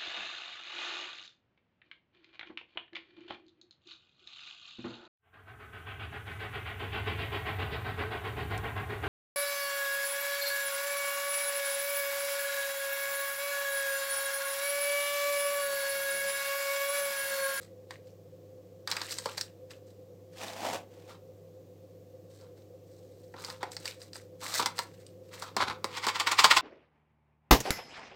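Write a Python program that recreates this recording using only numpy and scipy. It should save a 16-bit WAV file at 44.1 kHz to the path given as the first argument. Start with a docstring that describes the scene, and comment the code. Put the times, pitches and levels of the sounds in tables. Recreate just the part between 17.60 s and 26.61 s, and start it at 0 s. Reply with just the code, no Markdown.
"""Potting soil in a plastic box

Gritty soil is crumbled by hand into a small plastic box on a stone counter, dug from a pot and patted flat.
The box knocks on the counter, is lifted and shaken so that the soil slaps against its walls.
Soil is a crowd of random tiny impacts shaped by spectra; blows are noise bursts that excite resonances.
A small room adds decaying noise tails; an appliance hums as a sine with bands of noise."""
import sys
import numpy as np
from scipy import signal
from scipy.fft import rfft, irfft, next_fast_len
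from scipy.io import wavfile

SR = 44100
rng = np.random.default_rng(int(sys.argv[2]) if len(sys.argv) > 2 else 0)


def store_wav(level_fs):
    """Save 16-bit WAV to argv[1]."""
    pcm = np.round(np.clip(np.atleast_2d(level_fs), -1, 1) * 32767)
    wavfile.write(sys.argv[1], SR, pcm.T.astype(np.int16))


N = 397341  # length [samples]

# fingers rub and crumble soil; fine dry soil fizzes more:
# (start [s], length [s], level [dB], gain of the fizz [dB])
RUBS = [(0.01, 0.038, -59, -3), (0.305, 0.027, -53, -7), (0.46, 0.0069, -66.5, 3), (1.283, 0.18, -44, -5),
        (1.498, 0.039, -42, 4), (1.58, .16, -50, -1), (1.777, 0.031, -43, 1), (2.107, 0.021, -52, -5.5),
        (2.274, 0.018, -66, 2.5), (4.707, 0.13, -67.5, 2), (4.968, 0.043, -66.5, -4),
        (5.27, .48, -76.5, 6.5), (5.791, 0.14, -52, 2.5), (6.112, 0.027, -57, 4), (6.2, .03, -56, 0),
        (6.255, 0.042, -43.5, -2.5), (6.407, 0.019, -54, 2.5), (6.548, 0.021, -48.5, -0.5),
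        (6.806, .02, -55, 2), (6.839, 0.097, -42, 2), (6.948, 0.048, -37, 2.5), (7.164, 0.036, -43, -3.5),
        (7.276, 0.22, -67, -1), (7.64, .07, -69, -2), (7.731, .12, -48, -3)]
# spectrum of the fine soil: (frequency [Hz], density [dB per Hz])
SOIL_SPECTRUM = [(350, -33.5), (600, -3), (790, -9.5), (1510, -4.5), (1660, -4), (2650, -10.5),
                 (2990, -12.5), (3990, -2), (6730, -7.5), (8050, -5), (9890, -17.5), (14900, -15),
                 (16000, -25)]
RUB_ATTACK_S, RUB_RELEASE_S = 0.043, 0.21  # times for a 60 dB rise and fall
FIZZ_HZ = 3570  # the fizz of the finest soil lies above this


def crumbling():
    """Granular friction: fine soil hisses between the fingers while coarser grit ticks."""
    impacts = contacts(rate=4000, spread_db=3.5) * clumps(rate=120, depth_db=4)
    fine = unit(through(impacts, response(SOIL_SPECTRUM)))
    coarse = grit(rate=700, spread_db=5, hz=4000, cycles=1.9)
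    soil = amp(-2.5) * fine + amp(-6.5) * coarse
    # filtered both ways, so the fizz stays in phase with the soil it is added to
    fizz = signal.sosfiltfilt(signal.butter(2, FIZZ_HZ, "high", fs=SR, output="sos"), soil)
    out = np.zeros(N)
    for start, length, db, fizz_db in RUBS:
        pressure = stroke(start, length, db, RUB_ATTACK_S, RUB_RELEASE_S)
        out += pressure * (soil + (amp(fizz_db) - 1) * fizz)
    return out


# coarse crumbs that snap or hit the plastic:
# (time [s], relative tick level [dB], tick pitch [Hz], relative wall level [dB])
CRUMBS = [(0.308, -31.5, 4080, -34), (1.275, -19, 4700, -29), (1.3145, -14, 3650, -45),
          (1.3235, -20.5, 4000, -30), (1.367, -19, 2500, -27), (1.416, -19.5, 3920, -31.5),
          (1.5094, -25, 4670, -53), (1.5227, -22.5, 5140, -55), (1.5854, -19, 7800, -39),
          (1.7792, -19.5, 4600, -33), (1.8114, -15.5, 5600, -62), (2.1074, -36, 2600, -62),
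          (4.812, -46.5, 4600, -62), (5.8475, -23, 5060, -46), (5.901, -27, 4430, -36.5),
          (6.118, -30, 8300, -59), (6.1669, -23, 4950, -38), (6.256, -20, 4870, -36),
          (6.2778, -21.5, 2640, -56), (6.4173, -33, 5140, -52), (6.5325, -30.5, 5060, -61),
          (6.557, -30.5, 4980, -39.5), (6.9407, -19.5, 4200, -43), (7.1814, -25, 4280, -33),
          (7.466, -38.5, 8700, -73)]
# spectrum of a hard snap, also heard in the knocks: (frequency [Hz], density [dB per Hz])
SNAP_SPECTRUM = [(60, -77.5), (300, -30.5), (1500, -4.5), (3000, -6), (4800, 4), (6300, -7), (8300, -3),
                 (10000, -18.5), (16000, -17)]
# spectrum of a struck plastic wall, also heard in the knocks: (frequency [Hz], density [dB per Hz])
WALL_SPECTRUM = [(100, -46.5), (400, -5.5), (600, -3), (900, 3), (1300, -1.5), (1900, -2.5), (2600, -8.5),
                 (5000, -26), (16000, -57)]


def crumbs():
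    """Impact excitation: each crumb ticks at its own pitch and lightly taps the wall."""
    out = np.zeros(N)
    for s, tick_db, hz, wall_db in CRUMBS:
        snap = burst(SNAP_SPECTRUM, t60=0.025, rough=1.6)
        tap = burst(WALL_SPECTRUM, t60=0.063, rough=1.36)
        add(out, s, amp(tick_db + 11) * resonate(snap, hz, sharpness=4.2, share=0.79))
        add(out, s, amp(wall_db + 17.5) * resonate(tap, hz=1870, sharpness=4.3, share=0.74))
    return out


# fingers push into the pot:
# (start [s], length [s], relative grit level [dB], relative hollow level [dB], swell over the push [dB])
DIGS = [(2.735, 0.057, -57.5, -81, 10), (2.816, .12, -45, -46, -6.5), (2.966, 0.065, -49, -44, 5),
        (3.049, .11, -41, -37, -2.5), (3.313, 0.14, -65.5, -67, -1), (3.494, .03, -55.5, -58, -3)]
# spectrum of the soil deep in the pot: (frequency [Hz], density [dB per Hz])
POT_SPECTRUM = [(76, -60), (130, -34), (150, -16), (187, -9), (315, -7.5), (394, -11.5), (678, -0.5),
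                (1060, -9), (1240, -15), (2670, -13), (2950, -13.5), (7750, -18.5), (10100, -26.5),
                (15100, -27.5), (16000, -29)]
DIG_ATTACK_S, DIG_RELEASE_S = 0.09, 0.17  # times for a 60 dB rise and fall


def digging():
    """Cavity coupling: fingers crunch through deep soil, and the pot booms hollowly under it."""
    impacts = contacts(rate=2500, spread_db=2) * clumps(rate=120, depth_db=2)
    crunch = through(impacts, response(POT_SPECTRUM))
    hollow = unit(signal.sosfilt(signal.butter(2, 1200, fs=SR, output="sos"), crunch))
    bright = signal.sosfilt(signal.butter(2, 1400, "high", fs=SR, output="sos"), crunch)
    coloured = unit(resonate(bright, hz=2500, sharpness=4, share=0.35))
    grains = grit(rate=640, spread_db=3.5, hz=2500, cycles=2.5)
    gritty = amp(-2.5) * coloured + amp(-10.5) * grains
    out = np.zeros(N)
    for start, length, grit_db, hollow_db, swell_db in DIGS:
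        scratch = stroke(start, length, grit_db, DIG_ATTACK_S, DIG_RELEASE_S, swell_db)
        push = stroke(start, length, hollow_db, DIG_ATTACK_S, DIG_RELEASE_S, swell_db)
        out += scratch * gritty - amp(-2.5) * push * hollow
    return out


# the plastic is rubbed, dragged or gripped: (start [s], length [s], relative level [dB])
DRAGS = [(1.28, 0.14, -48.5), (1.66, .03, -46), (3.495, 0.031, -54.5), (4.8, 0.072, -66.5),
         (5.766, .16, -50.5), (6.011, 0.049, -51.5), (6.821, .12, -45.5), (6.998, 0.024, -33),
         (7.067, 0.02, -46.5), (7.714, .05, -54), (7.828, 0.072, -51), (7.97, .02, -34),
         (8.004, 0.018, -30), (8.076, 0.03, -40.5)]
# spectrum of the scraped plastic: (frequency [Hz], density [dB per Hz])
SCRAPE_SPECTRUM = [(110, -46), (180, -12.5), (310, -7.5), (622, -12.5), (905, 1), (1340, 0), (1850, -12.5),
                   (2400, -10.5), (2900, -13.5), (3770, -7.5), (9820, -31.5), (14300, -38), (16000, -47)]
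DRAG_ATTACK_S, DRAG_RELEASE_S = 0.023, 0.19  # times for a 60 dB rise and fall


def dragging():
    """Stick-slip friction: the plastic catches and slips in tiny jerks."""
    jerks = contacts(rate=1800, spread_db=3) * clumps(rate=130, depth_db=3.5)
    scrape = unit(through(jerks, response(SCRAPE_SPECTRUM)))
    pressure = sum(stroke(s, length, db, DRAG_ATTACK_S, DRAG_RELEASE_S) for s, length, db in DRAGS)
    return amp(-1) * pressure * scrape


# knocks of the box: on the counter, under the fingers, and as soil lands hard while it is shaken;
# levels are relative within each column:
# (time [s], snap level [dB], wall and ring level [dB], wall pitch [Hz], thud level [dB])
KNOCKS = [(1.6582, -23, -28.5, 940, -30), (5.74, -56, -41, 820, -48), (6.03, -30.5, -26, 760, -38.5),
          (7.0, -20, -36, 1320, -36), (7.0599, -13, -23, 990, -55), (7.1903, -16, -25.5, 970, -40.5),
          (7.8228, -29, -33.5, 1100, -46), (7.9663, -17.5, -23.5, 1000, -34), (8.0037, -34, -22, 1120, -48),
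          (8.0142, -31, -30, 1020, -41), (8.0254, -30, -23.5, 1460, -55), (8.1053, -41, -30, 940, -60),
          (8.2435, -19, -26.5, 1000, -31.5), (8.4677, -17.5, -21, 1030, -35), (8.8439, -5, -11, 1200, -36)]
# spectrum of the loaded bottom: (frequency [Hz], density [dB per Hz])
THUD_SPECTRUM = [(30, -39), (100, -17), (230, -6), (350, -0.5), (560, 3.5), (750, -13.5), (2000, -45),
                 (8000, -73)]


def knocks():
    """Modal impact: a snap, the clack of the wall, the ring of the box and the thud of its loaded bottom."""
    out = np.zeros(N)
    for s, snap_db, ring_db, wall_hz, thud_db in KNOCKS:
        wall = burst(WALL_SPECTRUM, t60=0.055, rough=1.67)
        add(out, s, amp(snap_db + 12) * burst(SNAP_SPECTRUM, t60=0.039, rough=1))
        add(out, s, amp(ring_db + 20) * resonate(wall, wall_hz, sharpness=5.6, share=1))
        add(out, s, amp(ring_db + 15.5) * box_ring(scatter_db=2, detune=0.005))
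        add(out, s, amp(thud_db + 23.5) * burst(THUD_SPECTRUM, t60=0.054, rough=2.4))
    return out


# soil thrown against a wall by each shake; the rise is short when it lands as one lump:
# (time of impact [s], relative level [dB], time for a 60 dB rise [s])
SHAKES = [(8.348, -43, 0.3), (8.374, -34.5, 0.04), (8.442, -31, 0.08), (8.486, -26, 0.0256),
          (8.557, -31.5, 0.06), (8.599, -23.5, 0), (8.672, -23, .02), (8.7153, -22.5, .005),
          (8.7901, -15, 0.02), (8.844, -15, 0.02), (8.911, -14.5, .02), (8.968, -17, .012)]
# spectrum of the rushing soil: (frequency [Hz], density [dB per Hz])
SHAKEN_SPECTRUM = [(100, -70), (200, -33), (310, -14), (560, -19), (760, -8.5), (1050, -0.5), (1600, -9.5),
                   (1950, -3), (2500, -5.5), (4700, -7.5), (6300, -17), (8200, -17), (10000, -34),
                   (16000, -31.5)]


def shaking():
    """Mass impact: the soil slides, hits a wall as a cloud of impacts and settles; then it is thrown back."""
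    throws = [throw(s, db, attack) for s, db, attack in SHAKES]
    motion = sum(throws)
    rush = through(motion * contacts(rate=7000, spread_db=3), response(SHAKEN_SPECTRUM))
    crackle = motion * grit(rate=2000, spread_db=3, hz=3500, cycles=1.8)
    lumps = contacts(rate=3000, spread_db=2)
    # opposite walls are hit in turn, each with its own mix of modes
    walls = sum(throws[0::2]), sum(throws[1::2])
    ring = sum(through(wall * lumps, box_ring(scatter_db=3, detune=0.002)) for wall in walls)
    return amp(-3.5) * rush + amp(-7) * ring + amp(-12) * crackle


LANDING_S, SETTLE_S = 0.0061, 0.076  # the landing holds, then takes this time for a 60 dB fall
SLIDE_DB, SLIDE_S = -13.5, 0.062  # the soil slides in first: level under the impact, time for a 60 dB rise
TRICKLE_DB = -24  # soil that keeps trickling between the throws: level under the impact


def throw(s, db, attack):
    """Inertial motion as gain per sample: the soil slides in, lands and trickles on."""
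    slide = stroke(s - 0.002, 0.0025, db + SLIDE_DB, SLIDE_S, attack)
    landing = stroke(s, LANDING_S, db, attack, SETTLE_S)
    trickle = stroke(s, 0.0092, db + TRICKLE_DB, attack=0.058, release=0.12)
    return slide + landing + trickle


# modes of the soil-filled box: (nominal frequency [Hz], nominal relative level [dB], t60 [s])
BOX_MODES = [(795, -6, 0.04), (899, -4, 0.072), (943, 2, 0.032), (1048, 3.5, 0.046), (1184, -1, 0.055),
             (1381, 2, 0.049), (1505, -2, 0.039), (1860, -1.5, 0.038), (1940, -6, 0.039), (2064, -2, 0.061),
             (2237, -0.5, 0.042), (2880, -20, 0.018), (3380, -9.5, 0.05), (4100, -9, 0.021),
             (4600, 0, 0.025), (5540, -8, 0.039)]


def box_ring(scatter_db, detune):
    """Modal superposition, of energy 1; the load of soil shifts the modes each time."""
    t = np.arange(SR // 6) / SR
    ring = np.zeros(len(t))
    for hz, db, t60 in BOX_MODES:
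        decay = amp(db + scatter_db * rng.normal() - 60 * t / t60)
        shifted_hz = hz * (1 + detune * rng.normal())
        ring += rng.choice([-1, 1]) * decay * np.sin(2 * np.pi * shifted_hz * t)
    # the ring carries no bass below about 450 Hz
    ring = signal.sosfilt(signal.butter(2, 450, "high", fs=SR, output="sos"), ring)
    return ring / np.linalg.norm(ring)


# the counter rumbles as the pot is pressed or the box is pulled off it: (start [s], length [s], level [dB])
RUMBLES = [(3.1, .07, -62), (8.0, .11, -53)]
# spectrum of the counter: (frequency [Hz], density [dB per Hz])
COUNTER_SPECTRUM = [(25, -14), (60, -10), (95, 4), (140, -6), (250, -18), (600, -46)]


def counter():
    """Structure-borne sound: a brief dull rumble of the work surface."""
    weight = sum(stroke(s, length, db, attack=0.1, release=0.15) for s, length, db in RUMBLES)
    return weight * noise(lambda f: amp(along(COUNTER_SPECTRUM, f)))


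# decay of the room: (frequency [Hz], t60 [s])
ROOM_DECAY = [(300, 0.39), (800, .26), (2000, 0.25), (5500, 0.16), (14000, 0.17)]


def room(x, count=4):
    """Reverberation: a short tail that dies faster in the treble; four random tails take turns."""
    hz, t, z = signal.stft(rng.standard_normal((count, SR // 2)), SR, nperseg=256)
    decay = amp(-60 * t / along(ROOM_DECAY, hz)[:, None])
    tails = signal.istft(z * decay, SR, nperseg=256)[1]
    turn = np.arange(N) * count // SR % count  # each tail answers a quarter of every second
    delay = np.zeros(SR // 250)  # 4 ms before the tail
    out = np.zeros(N)
    for k, tail in enumerate(tails):
        out += through(x * (turn == k), np.r_[delay, tail / np.linalg.norm(tail)])
    return out


# spectrum of the drone: (frequency [Hz], density [dB per Hz])
DRONE_SPECTRUM = [(25, -4.5), (70, -9.5), (120, -3), (220, -11.5), (300, 0), (430, -1), (560, -11),
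                  (650, -12.5), (900, -24), (2000, -59)]
# hollow tones in the drone: (frequency [Hz], half-width at half amplitude [Hz], rms level [dB])
DRONE_TONES = [(169, 21.6, -64), (509, 23.6, -55)]
# spectrum of the hiss: (frequency [Hz], density [dB per Hz])
HISS_SPECTRUM = [(410, -29.5), (700, 0), (898, -18.5), (1090, -9.5), (1350, -18), (6320, -19), (8210, -22),
                 (9600, -28.5), (15000, -18.5), (16000, -26.5)]
MAINS_HZ = 100


def appliance():
    """Steady radiation: mains hum, a low drone with hollow tones, and faint hiss."""
    hum = amp(-58) * np.sqrt(2) * np.sin(2 * np.pi * MAINS_HZ * np.arange(N) / SR)
    out = hum + amp(-59) * noise(lambda f: amp(along(DRONE_SPECTRUM, f)))
    for hz, width, db in DRONE_TONES:
        out += amp(db) * noise(lambda f: 1 / (1 + ((f - hz) / width) ** 2))
    return out + amp(-70) * noise(lambda f: amp(along(HISS_SPECTRUM, f)))


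def contacts(rate, spread_db):
    """Random (Poisson-like) tiny impacts of rms 1, rate per second: many weak, a few strong."""
    moment, rarity, side = rng.random((int(rate * N / SR), 3)).T
    size = amp(-spread_db * np.log(np.maximum(rarity, np.exp(-4))))  # at most 4 spreads strong
    return unit(np.bincount((moment * N).astype(int), size * np.sign(side - 0.5), N))


def clumps(rate, depth_db):
    """Random modulation of gain, rate per second: soil gives way in small lumps."""
    swells = amp(depth_db * rng.standard_normal(int(N * rate / SR) + 2).clip(-2, 2))
    return unit(np.interp(np.arange(N) * (rate / SR), np.arange(len(swells)), swells))


def grit(rate, spread_db, hz, cycles, count=5):
    """Size-dependent resonance: each grain size ticks at its own pitch and comes in its own clumps."""
    t = np.arange(SR // 100) / SR
    out = np.zeros(N)
    for pitch in np.minimum(hz * 2 ** np.linspace(-1, 1, count), SR / 2):
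        tick = unit(np.cos(2 * np.pi * pitch * t) * np.exp(-pitch * t / cycles))
        impacts = contacts(rate / count, spread_db) * clumps(rate=60, depth_db=6)
        out += through(impacts, tick)
    return unit(out)


def burst(spectrum, t60, rough):
    """Transient excitation: one sharp impact with a quickly dying rattle, of energy 1."""
    t = np.arange(SR // 10) / SR
    rattle = amp(-60 * t / t60) * rng.standard_normal(len(t))
    blow = (t == 0) + rough * rattle / np.linalg.norm(rattle)
    sound = through(blow, response(spectrum))
    return sound / np.linalg.norm(sound)


def resonate(sound, hz, sharpness, share):
    """Resonance: a sound coloured by one peak, of energy 1."""
    ring = signal.lfilter(*signal.iirpeak(hz, sharpness, fs=SR), sound)
    mixed = sound + share * ring / np.linalg.norm(ring)
    return mixed / np.linalg.norm(mixed)


def stroke(start, length, db, attack, release, swell_db=0):
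    """Envelope of one movement: gain rises, holds or swells, and dies away exponentially."""
    t = np.arange(N) / SR - start
    outside = np.maximum(-t / attack, (t - length) / release).clip(0, 3)  # in units of 60 dB
    swell = swell_db * (np.clip(t / length, 0, 1) - 0.5)
    return amp(db + swell - 60 * outside)


def noise(shape):
    """Spectral shaping: steady noise of rms 1 whose gain is a function of frequency."""
    spectrum = rfft(rng.standard_normal(N)) * shape(np.fft.rfftfreq(N, 1 / SR))
    return unit(irfft(spectrum, N))


def response(spectrum, size=4096):
    """Minimum phase: the causal impulse response of energy 1 with the given spectrum."""
    gain = amp(along(spectrum, np.fft.rfftfreq(size, 1 / SR)))
    cepstrum = irfft(np.log(gain + 1e-6))
    cepstrum[1:size // 2] *= 2  # folding the cepstrum forward makes the response causal
    cepstrum[size // 2 + 1:] = 0
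    h = irfft(np.exp(rfft(cepstrum)))
    return h / np.linalg.norm(h)


def through(x, h):
    """Convolution: x played through an impulse response."""
    return signal.oaconvolve(x, h)[:len(x)]


def along(points, hz):
    """Logarithmic frequency scale: (frequency [Hz], value) points interpolated at hz."""
    f, v = np.transpose(points)
    return np.interp(np.log(hz + 1), np.log(f + 1), v)


def amp(db):
    """Decibel scale: level to amplitude gain."""
    return 10 ** (np.asarray(db) / 20)


def unit(x):
    """Effective value: x at rms 1."""
    return x / np.sqrt(np.mean(x ** 2) + 1e-20)


def add(track, s, sound):
    """Superposition: mix a sound into a track at time s."""
    part = track[max(round(s * SR), 0):][:len(sound)]
    part += sound[:len(part)]


def scene():
    """Superposition of direct and reverberant sound: all the handling in its room, over the hum."""
    soil = crumbling() + crumbs() + digging() + shaking()
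    handling = soil + dragging() + knocks() + counter()
    return (handling + amp(-10.5) * room(handling) + appliance())[None]


TOP_HZ = 16000  # band limit of the recorder


def record(dry):
    """Band limiting: the small microphone loses the deep bass, the recorder all above its limit."""
    thin = signal.sosfilt(signal.butter(3, 70, "high", fs=SR, output="sos"), dry)
    size = next_fast_len(N + SR // 2)
    passband = np.fft.rfftfreq(size, 1 / SR) < TOP_HZ
    return irfft(rfft(thin, size) * passband, size)[:, :N]


dry = scene()
out = record(dry)
store_wav(out)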